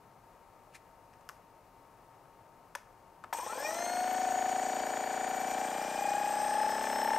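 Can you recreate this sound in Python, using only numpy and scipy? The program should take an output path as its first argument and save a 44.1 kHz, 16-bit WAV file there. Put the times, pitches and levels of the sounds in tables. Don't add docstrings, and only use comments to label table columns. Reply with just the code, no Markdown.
import sys
import numpy as np
from scipy import signal
from scipy.fft import rfft, irfft, next_fast_len
from scipy.io import wavfile
from scipy.ndimage import uniform_filter1d

SR = 44100
rng = np.random.default_rng(int(sys.argv[2]) if len(sys.argv) > 2 else 0)


def output_pcm(signal):
    pcm = np.clip(np.atleast_2d(signal).T, -1, 1) * 32767
    wavfile.write(sys.argv[1], SR, np.round(pcm).astype(np.int16))


def volts_from_db(level):
    exponent = np.asarray(level, float) / 20
    return 10 ** exponent


N = 316638

# (frequency [Hz], density [dB per Hz])
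ROOM_TONE = [(13, -33), (22, -9.5), (47, -4.5), (66, -12.5), (105, -3.5), (221, -10.5), (504, -7.5),
             (701, -5.5), (898, -5.5), (1150, -11.5), (1280, -8.5), (1390, -16.5), (2850, -25), (3180, -30),
             (15600, -33.5)]
# (frequency [Hz], level [dB])
ROOM_SIDE = [(40, -29), (150, -9), (600, -14.0), (1600, -15.5), (5000, -5.0), (14000, -19)]
# (frequency [Hz], level [dB rms])
APPLIANCE_HUM = [(102.3, -81), (915.2, -66), (1098, -77.5)]
# (time [s], peak [dB], low ring [Hz], crack [dB], crack tilt [dB per octave])
CLICKS = [(0.5916, -53, 770, -3, -6), (1.131, -52, 1790, 0, 0), (1.137, -51, 2200, 1, -1),
          (1.2093, -52, 910, -0.5, 2), (1.29, -28, 1450, -9, 8), (1.2956, -40, 1300, 0.5, -5.5),
          (2.2543, -54, 910, -6, -10), (2.4604, -53, 790, -10, -1.5), (2.7512, -27, 1520, 0, 3),
          (2.7546, -20.5, 970, -13.5, 6), (3.239, -33, 1350, -7, -4.5), (3.2436, -35, 1270, -4, -6),
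          (3.327, -27.5, 1140, -6, -13), (3.3290, -20, 977, -8, 2)]
# (frequency [Hz], level [dB], t60 [s])
BUTTON_MODES = [(1350, -2, 0.0043), (1700, -5, 0.04), (2060, -39, 0.041), (2730, -16.5, 0.0086),
                (570, -9, 0.054), (3630, -10, 0.014)]
# (frequency [Hz], level [dB], t60 [s])
BUTTON_TREBLE_MODES = [(5900, -35, .01), (7930, 9.5, 0.01), (8750, -32, .012), (11100, -33, .015)]
# (frequency [Hz], density [dB per Hz])
CRACK_COLOUR = [(300, -42), (600, 4), (1200, 13.5), (2500, 6), (4000, -7.5), (5600, 0), (8500, -13),
                (10000, -12.5), (12000, -13), (15500, -31)]
# (frequency [Hz], density [dB per Hz])
RUB_COLOUR = [(710, -42), (1200, -10), (2410, -3), (3110, -14), (5730, -15.5), (8600, -18), (9890, -14),
              (11100, -23), (15500, -29)]
# (frequency [Hz], level [dB])
LEFT_OVER_RIGHT = [(30, -0.5), (80, 2), (350, 2.4), (700, 4), (1400, 5.5), (2800, 2.5), (6000, 2.5),
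                   (14000, 0)]
# (time [s], speed [strokes per s])
CRANK_SPEED = [(3.33, 11.65), (3.42, 12.32), (3.55, 19.39), (3.66, 23.76), (3.8, 26.73), (3.9, 27.5),
               (4.11, 28.59), (4.25, 28.87), (4.8, 29.32), (5.35, 29.5), (5.56, 29.93), (6.1, 31.41),
               (6.4, 32.29), (7.0, 34.23), (7.18, 34.67)]
# (crank angle [turn 0-1], frequency [Hz], t60 [s], level [dB])
SLACK = [(0.65, 500, 0.039, -34), (0.665, 860, 0.088, -33.5), (0.82, 1060, 0.036, -34.5)]
# (crank angle [turn 0-1], frequency [Hz], t60 [s], level at low speed [dB], level at high speed [dB])
CONTACTS = [(0.045, 282, 0.031, -5, -32), (0.12, 836.3, 0.1, -4, 2.5), (0.131, 1555, 0.048, -17, -26),
            (0.201, 820, 0.061, -0.5, -1), (0.23, 712, 0.017, 1.5, -13), (0.329, 257, 0.042, -21, -4.5),
            (0.436, 590, 0.024, -3.5, -24), (0.589, 3070, 0.034, -15, -18), (0.622, 941, 0.042, -2, -8),
            (0.654, 774, 0.056, -16.5, -6.5), (0.679, 1788, 0.025, -6.5, -4.5),
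            (0.708, 1435, 0.061, -10.5, -39), (.74, 1730, 0.0077, -23.5, 3.5), (0.761, 631, 0.031, 3, 4),
            (0.789, 432, 0.027, -7, -3), (0.803, 250, 0.0087, 5.5, 3), (0.831, 331, 0.042, -9, -22),
            (0.279, 454, 0.046, -7.5, -20.5), (0.656, 515, 0.072, -14.5, -16), (0.857, 1148, 0.012, -5, -2)]
# (frequency [Hz], width [Hz], level [dB])
SHELL_MODES = [(1810, 370, -28.5), (2407, 73, -22), (3270, 220, -30), (5380, 350, -28.5), (5790, 290, -25),
               (8520, 195, -22), (12000, 210, -25), (13500, 170, -41.5)]
# (frequency [Hz], density [dB per Hz])
RATTLE_COLOUR = [(150, -36), (300, -24), (700, -17), (1000, -11), (1300, -5), (1780, -.1), (2200, -6),
                 (3000, -9), (4500, -15), (7000, -40)]
# (frequency [Hz], density [dB per Hz])
HISS_COLOUR = [(2060, -53), (3500, -24), (4440, 11), (5060, -21), (6190, 15), (7190, 12.5), (8520, 20),
               (9650, -38), (11400, 9), (11600, -31), (12400, -25), (14800, -42), (15600, -13)]
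# (crank angle [turn 0-1], level [dB])
TOOTH_LOAD = [
    (0, -5),
    (.15, 1),
    (.4, 1.5),
    (.7, -1.54),
    (.85, 2.2),
    (.9, -1),
    (1, -16),
]
# (time [s], mesh tone [dB], sideband against it [dB], where they beat loudest [turn 0-1])
GEAR_MESH = [(3.4, -66, -3, 0.5), (3.58, -50, 0, 0.5), (3.68, -45, 3, 0.35), (3.82, -39.5, -22, 0),
             (4.0, -33, -29, 0.1), (4.25, -34.5, -3.5, 0.41), (4.55, -35, -5.5, 0.57),
             (4.85, -41.5, -2, 0.52), (5.3, -38, -4, .59), (5.62, -42, 2, .58), (5.85, -45, -7, 0.55),
             (6.1, -39.5, -3.5, .4), (6.4, -42, -0.5, .45), (6.62, -34, -2, .45), (6.95, -43, 8.5, .46),
             (7.18, -37.5, 1, 0)]
OVERTONES = [2, 3, 6, 9, 10]
OVERTONE_DB = [-7.5, -1.95, 0, -4.2, -16]
# (frequency [Hz], width [Hz], level [dB])
HOUSING_MODES = [(970, 160, -38), (1352, 190, -44), (1682, 106, -43), (1866, 82, -41.5), (2105, 146, -52),
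                 (2314, 53, -55), (2438, 91, -48), (4287, 330, -54), (5360, 630, -53.5), (5570, 260, -64),
                 (6300, 320, -46.5), (6850, 400, -48), (7450, 380, -59), (8444, 250, -32.5)]
FAINT_ORDERS = [48, 97, 104, 130, 162, 182, 195, 208, 246, 286, 312, 364, 416, 338, 234]
FAINT_DB = [-68, -74, -74, -76, -71, -76, -70, -70, -69, -70, -70, -84, -84, -77, -69]
# (frequency [Hz], width [Hz], level [dB])
SQUEAL_MODE = (2425, 33, -34)

START_S = CRANK_SPEED[0][0]
TEETH = 26
CRUISE_PER_S = 29
KNOCK_DB, KNOCK_DB_PER_SPEED = -44.5, 0.52
RATTLE_DB, RATTLE_DB_PER_SPEED = -41.5, 0.5
HISS_DB, PULLING_DB, STRAIN_DB = -53.5, 3.5, 3
FULL_PULL = 2.8
FLIP_PER_S = 30.7
FLIP_TURNS, KNOCK_LAG_TURNS = 0.35, 0.05


def seconds(size=N):
    return np.arange(size) / SR


def sine(turns):
    return np.sin(2 * np.pi * turns)


def highpass(x, order, hz):
    return signal.sosfilt(signal.butter(order, hz, "high", fs=SR, output="sos"), x)


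def rms_one(x):
    return x / np.sqrt(np.mean(x ** 2) + 1e-20)


def in_time(rows):
    s, *columns = np.transpose(rows)
    return np.array([np.interp(seconds(), s, column) for column in columns])


def filtered(x, points, size=N):
    hz, db = np.transpose(points)
    padded = next_fast_len(size + 4096)
    log_hz = np.log(np.maximum(np.arange(padded // 2 + 1) * SR / padded, 1))
    gain = volts_from_db(np.interp(log_hz, np.log(hz), db))
    return irfft(rfft(x, padded) * gain, padded)[..., :size]


def drift(rate):
    r = np.exp(-80 * np.pi * rate / SR)
    noise = rng.standard_normal(N // 40 + 2002)
    slow = signal.lfilter([1], [1, -2 * r, r * r], noise)[2000:]
    return np.interp(np.arange(N) / 40, np.arange(len(slow)), rms_one(slow))


def ring(hits, hz, t60):
    r = volts_from_db(-60 / (max(t60, 0.003) * SR))
    w = 2 * np.pi * hz / SR
    return signal.lfilter([0, np.sin(w)], [1, -2 * r * np.cos(w), r * r], hits + 1e-18)


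def resonance(x, hz, width):
    r = np.exp(-np.pi * width / SR)
    poles = [1, -2 * r * np.cos(2 * np.pi * hz / SR), r * r]
    return signal.lfilter([(1 - r * r) / 2, 0, (r * r - 1) / 2], poles, x)


def background():
    mid, side = filtered(rng.standard_normal((2, N)), ROOM_TONE)
    side = filtered(side, ROOM_SIDE)
    level = volts_from_db(-60 + 0.3 * drift(7.6))
    tone = level * (mid + side * [[1], [-1]]) / np.std(mid)
    hum = sum(volts_from_db(db + 0.35 * drift(7.1)) * np.sqrt(2) * sine(hz * seconds())
              for hz, db in APPLIANCE_HUM)
    return tone + hum


def clicks():
    out, size = np.zeros(N), 9000
    luck = rng.normal(0, 1.0, (len(CLICKS), len(BUTTON_MODES) + len(BUTTON_TREBLE_MODES)))
    grit = rng.standard_normal((len(CLICKS), size))
    t = seconds(size)
    burst = volts_from_db(-60 * t / 0.014) + volts_from_db(-22 - 60 * t / 0.3)
    for (s, db, hz, crack_db, tilt_db), chance_db, noise in zip(CLICKS, luck, grit):
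        cycles = 59 if s == CLICKS[-1][0] else 22.6
        low_note = ring(t == 0, hz, cycles / hz) * (1 - np.exp(-t * hz)) * volts_from_db(3.0)
        modes = [(f, d - 6, t60) for f, d, t60 in BUTTON_MODES]
        modes += [(f, d + crack_db - 18, t60) for f, d, t60 in BUTTON_TREBLE_MODES]
        button = sum(volts_from_db(d + c) * ring(t == 0, f, t60) for (f, d, t60), c in zip(modes, chance_db))
        colour = [(f, d + tilt_db * np.log2(f / 2500)) for f, d in CRACK_COLOUR]
        crack = volts_from_db(crack_db + 3.0) * burst * filtered(noise, colour, size=size)
        start = round(s * SR)
        out[start:start + size] += volts_from_db(db - 9) * (low_note + button + crack)
    return highpass(out, 3, 430)


def rub():
    grit = rng.standard_normal(N) * volts_from_db(1.8 * drift(300.0))
    late = seconds() - 0.754
    level_db = -49.5 + np.minimum(880 * late, -750 * late)
    return volts_from_db(np.maximum(level_db, -200)) * rms_one(filtered(grit, RUB_COLOUR))


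def room(x):
    t = seconds(SR // 2)
    t60, unlike = 0.41, 0.36
    mid, side = rng.standard_normal((2, len(t))) * volts_from_db(-60 * t / t60) * (t > 0.004)
    tail = signal.lfilter([0.5], [1, -0.45], mid + unlike * side * [[1], [-1]])
    tail /= np.sqrt(np.sum(tail ** 2) / 2)
    return signal.fftconvolve(x[None], tail, axes=1)[:, :N]


def scatter(x):
    t = seconds(SR // 20)
    echo = rng.standard_normal(len(t)) * np.exp(-t / 0.0028)
    echo /= np.sqrt(np.sum(echo ** 2))
    return volts_from_db(-14.5) * signal.fftconvolve(highpass(x, 2, 5000), echo)[:N] * [[1], [-1]]


def past_flip(speed):
    return np.clip(speed - FLIP_PER_S + 0.5, 0, 1)


def strain(speed):
    return np.exp(-((speed - 24) / 2.5) ** 2)


def drive(speed):
    acceleration = uniform_filter1d(np.gradient(speed) * SR, size=6000)
    pull = np.clip(acceleration / FULL_PULL, 0, 1)
    jolt = np.clip(1 - (seconds() - START_S) / 0.022, 0, 1)
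    knock_db = KNOCK_DB + KNOCK_DB_PER_SPEED * (speed - CRUISE_PER_S) + 16 * jolt
    rattle_db = RATTLE_DB + RATTLE_DB_PER_SPEED * (speed - CRUISE_PER_S) + 21 * jolt
    hiss_db = HISS_DB + PULLING_DB * pull + STRAIN_DB * strain(speed) + 11.5 * jolt
    return knock_db, rattle_db, hiss_db


def passing(turns, turn):
    return np.diff(np.floor(turns - turn), prepend=-1.) > 0


def slack(turns, speed):
    fading = np.clip((27 - speed) / 6, 0, 1)
    return sum(ring(passing(turns, turn) * fading * volts_from_db(db), hz, t60) for turn, hz, t60, db in SLACK)


def knocks(turns, speed, knock_db, rattle_db):
    low, high = np.zeros(N), np.zeros(N)
    fast = np.clip((speed - 29.5) / 4, 0, 1)
    for turn, hz, t60, slow_db, fast_db in CONTACTS:
        wander_db = 1.2 * drift(0.6) + 0.5 * drift(15.0)
        hit_db = slow_db + fast * (fast_db - slow_db) + wander_db
        rung = -ring(passing(turns, turn) * volts_from_db(hit_db), hz, t60)
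        if hz < 450:
            rung *= np.minimum(speed / 28, 1) ** 3
        if hz < 1200:
            low += rung
        else:
            high += rung
    return volts_from_db(knock_db + 4) * rms_one(low) + volts_from_db(rattle_db - 11.5) * rms_one(high)


def shell(x):
    return sum(volts_from_db(db + 32.5 + 2.6 * drift(29.0)) * resonance(x, hz, width)
               for hz, width, db in SHELL_MODES)


def bearings(turns, rattle_db, hiss_db):
    load = volts_from_db(2.15 * np.cos(2 * np.pi * (turns - 0.72)) + 0.5 * drift(90.0))
    rattle = rms_one(filtered(rng.standard_normal(N) * load, RATTLE_COLOUR))
    flutter = volts_from_db(2.2 * drift(64.0) + 1.15 * drift(5.1))
    hiss = rms_one(filtered(rng.standard_normal(N) * flutter, HISS_COLOUR))
    through_shell = shell(rng.standard_normal(N))
    return volts_from_db(rattle_db - 8.0) * rattle + volts_from_db(hiss_db) * (volts_from_db(-2.5) * hiss + volts_from_db(0.9) * through_shell)


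def whine(turns, speed):
    shaft = turns - 0.0077 + 0.00034 * sine(turns) + 0.00056 * drift(66.0)
    load_db = np.interp(turns % 1, *np.transpose(TOOTH_LOAD))
    mesh_db, side_db, lead = in_time(GEAR_MESH)
    slip = FLIP_TURNS * past_flip(speed)
    sideband = volts_from_db(side_db) * sine((TEETH - 1) * (shaft) + (TEETH - 1) * lead + slip)
    out = volts_from_db(mesh_db + load_db) * (sine(TEETH * shaft + slip) + sideband)
    return out


def whine(turns, speed):
    shaft = turns - 0.0077 + 0.00034 * sine(turns) + 0.00056 * drift(66.0)
    load_db = np.interp(turns % 1, *np.transpose(TOOTH_LOAD))
    mesh_db, side_db, lead = in_time(GEAR_MESH)
    slip = FLIP_TURNS * past_flip(speed)
    sideband = volts_from_db(side_db) * sine((TEETH - 1) * shaft + lead + slip)
    gear = volts_from_db(mesh_db + load_db) * (sine(TEETH * shaft + slip) + sideband)
    for k, db in zip(OVERTONES, OVERTONE_DB):
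        tone_hz = k * TEETH * speed[::64]
        through = sum(volts_from_db(top_db) / (1 + (2 * (tone_hz - hz) / width) ** 2)
                      for hz, width, top_db in HOUSING_MODES)
        level_db = db + 2.06 * drift(117.0) + 1.15 * drift(4.5) + 0.5 * load_db + 1.3 * strain(speed)
        if k > 5:
            level_db += 5 * np.minimum(speed - 21.0, 0)
        gear += np.repeat(through, 64)[:N] * volts_from_db(level_db) * sine(k * TEETH * shaft)
    faint = sum(volts_from_db(db + 2.8 * drift(0.62)) * sine(order * shaft)
                for order, db in zip(FAINT_ORDERS, FAINT_DB))
    faint *= volts_from_db(10 * strain(speed))
    return np.sqrt(2) * gear + faint + volts_from_db(-14.0) * shell(faint)


def squeal(turns):
    hz, width, db = SQUEAL_MODE
    overtone = sine(4 * TEETH * turns)
    return volts_from_db(db) * resonance(resonance(overtone, hz, width), hz, 3 * width)


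def sway(turns, speed):
    return volts_from_db(-70.5) * (speed / 32) ** 4 * (sine(turns) + 1.1 * sine(2 * turns))


def scene():
    running = np.clip((seconds() - START_S) / 0.0039, 0, 1)
    speed = in_time(CRANK_SPEED)[0]
    turns = np.cumsum(speed * (running > 0)) / SR
    knock_db, rattle_db, hiss_db = drive(speed)
    late_turns = turns - KNOCK_LAG_TURNS * past_flip(speed)
    motor = slack(turns, speed) + knocks(late_turns, speed, knock_db, rattle_db)
    motor += bearings(turns, rattle_db, hiss_db)
    motor += whine(turns, speed) + squeal(turns)
    gun = highpass(clicks() + rub() + running * motor, 6, 200.6)
    heard = background() * volts_from_db([[0.5], [-0.5]])
    heard = heard + gun + volts_from_db(-19) * room(gun) + scatter(gun) + running * sway(turns, speed)
    sides = [[(hz, way * db / 2) for hz, db in LEFT_OVER_RIGHT] for way in (1, -1)]
    return np.array([filtered(channel, side) for channel, side in zip(heard, sides)])


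def band_limit(x):
    return signal.sosfilt(signal.butter(12, 15780, fs=SR, output="sos"), x)


def record(dry):
    top_cut = signal.ellip(10, 0.5, 70, 15650, fs=SR, output="sos")
    return band_limit(signal.sosfilt(top_cut, dry))


dry = scene()
out = record(dry)
output_pcm(out)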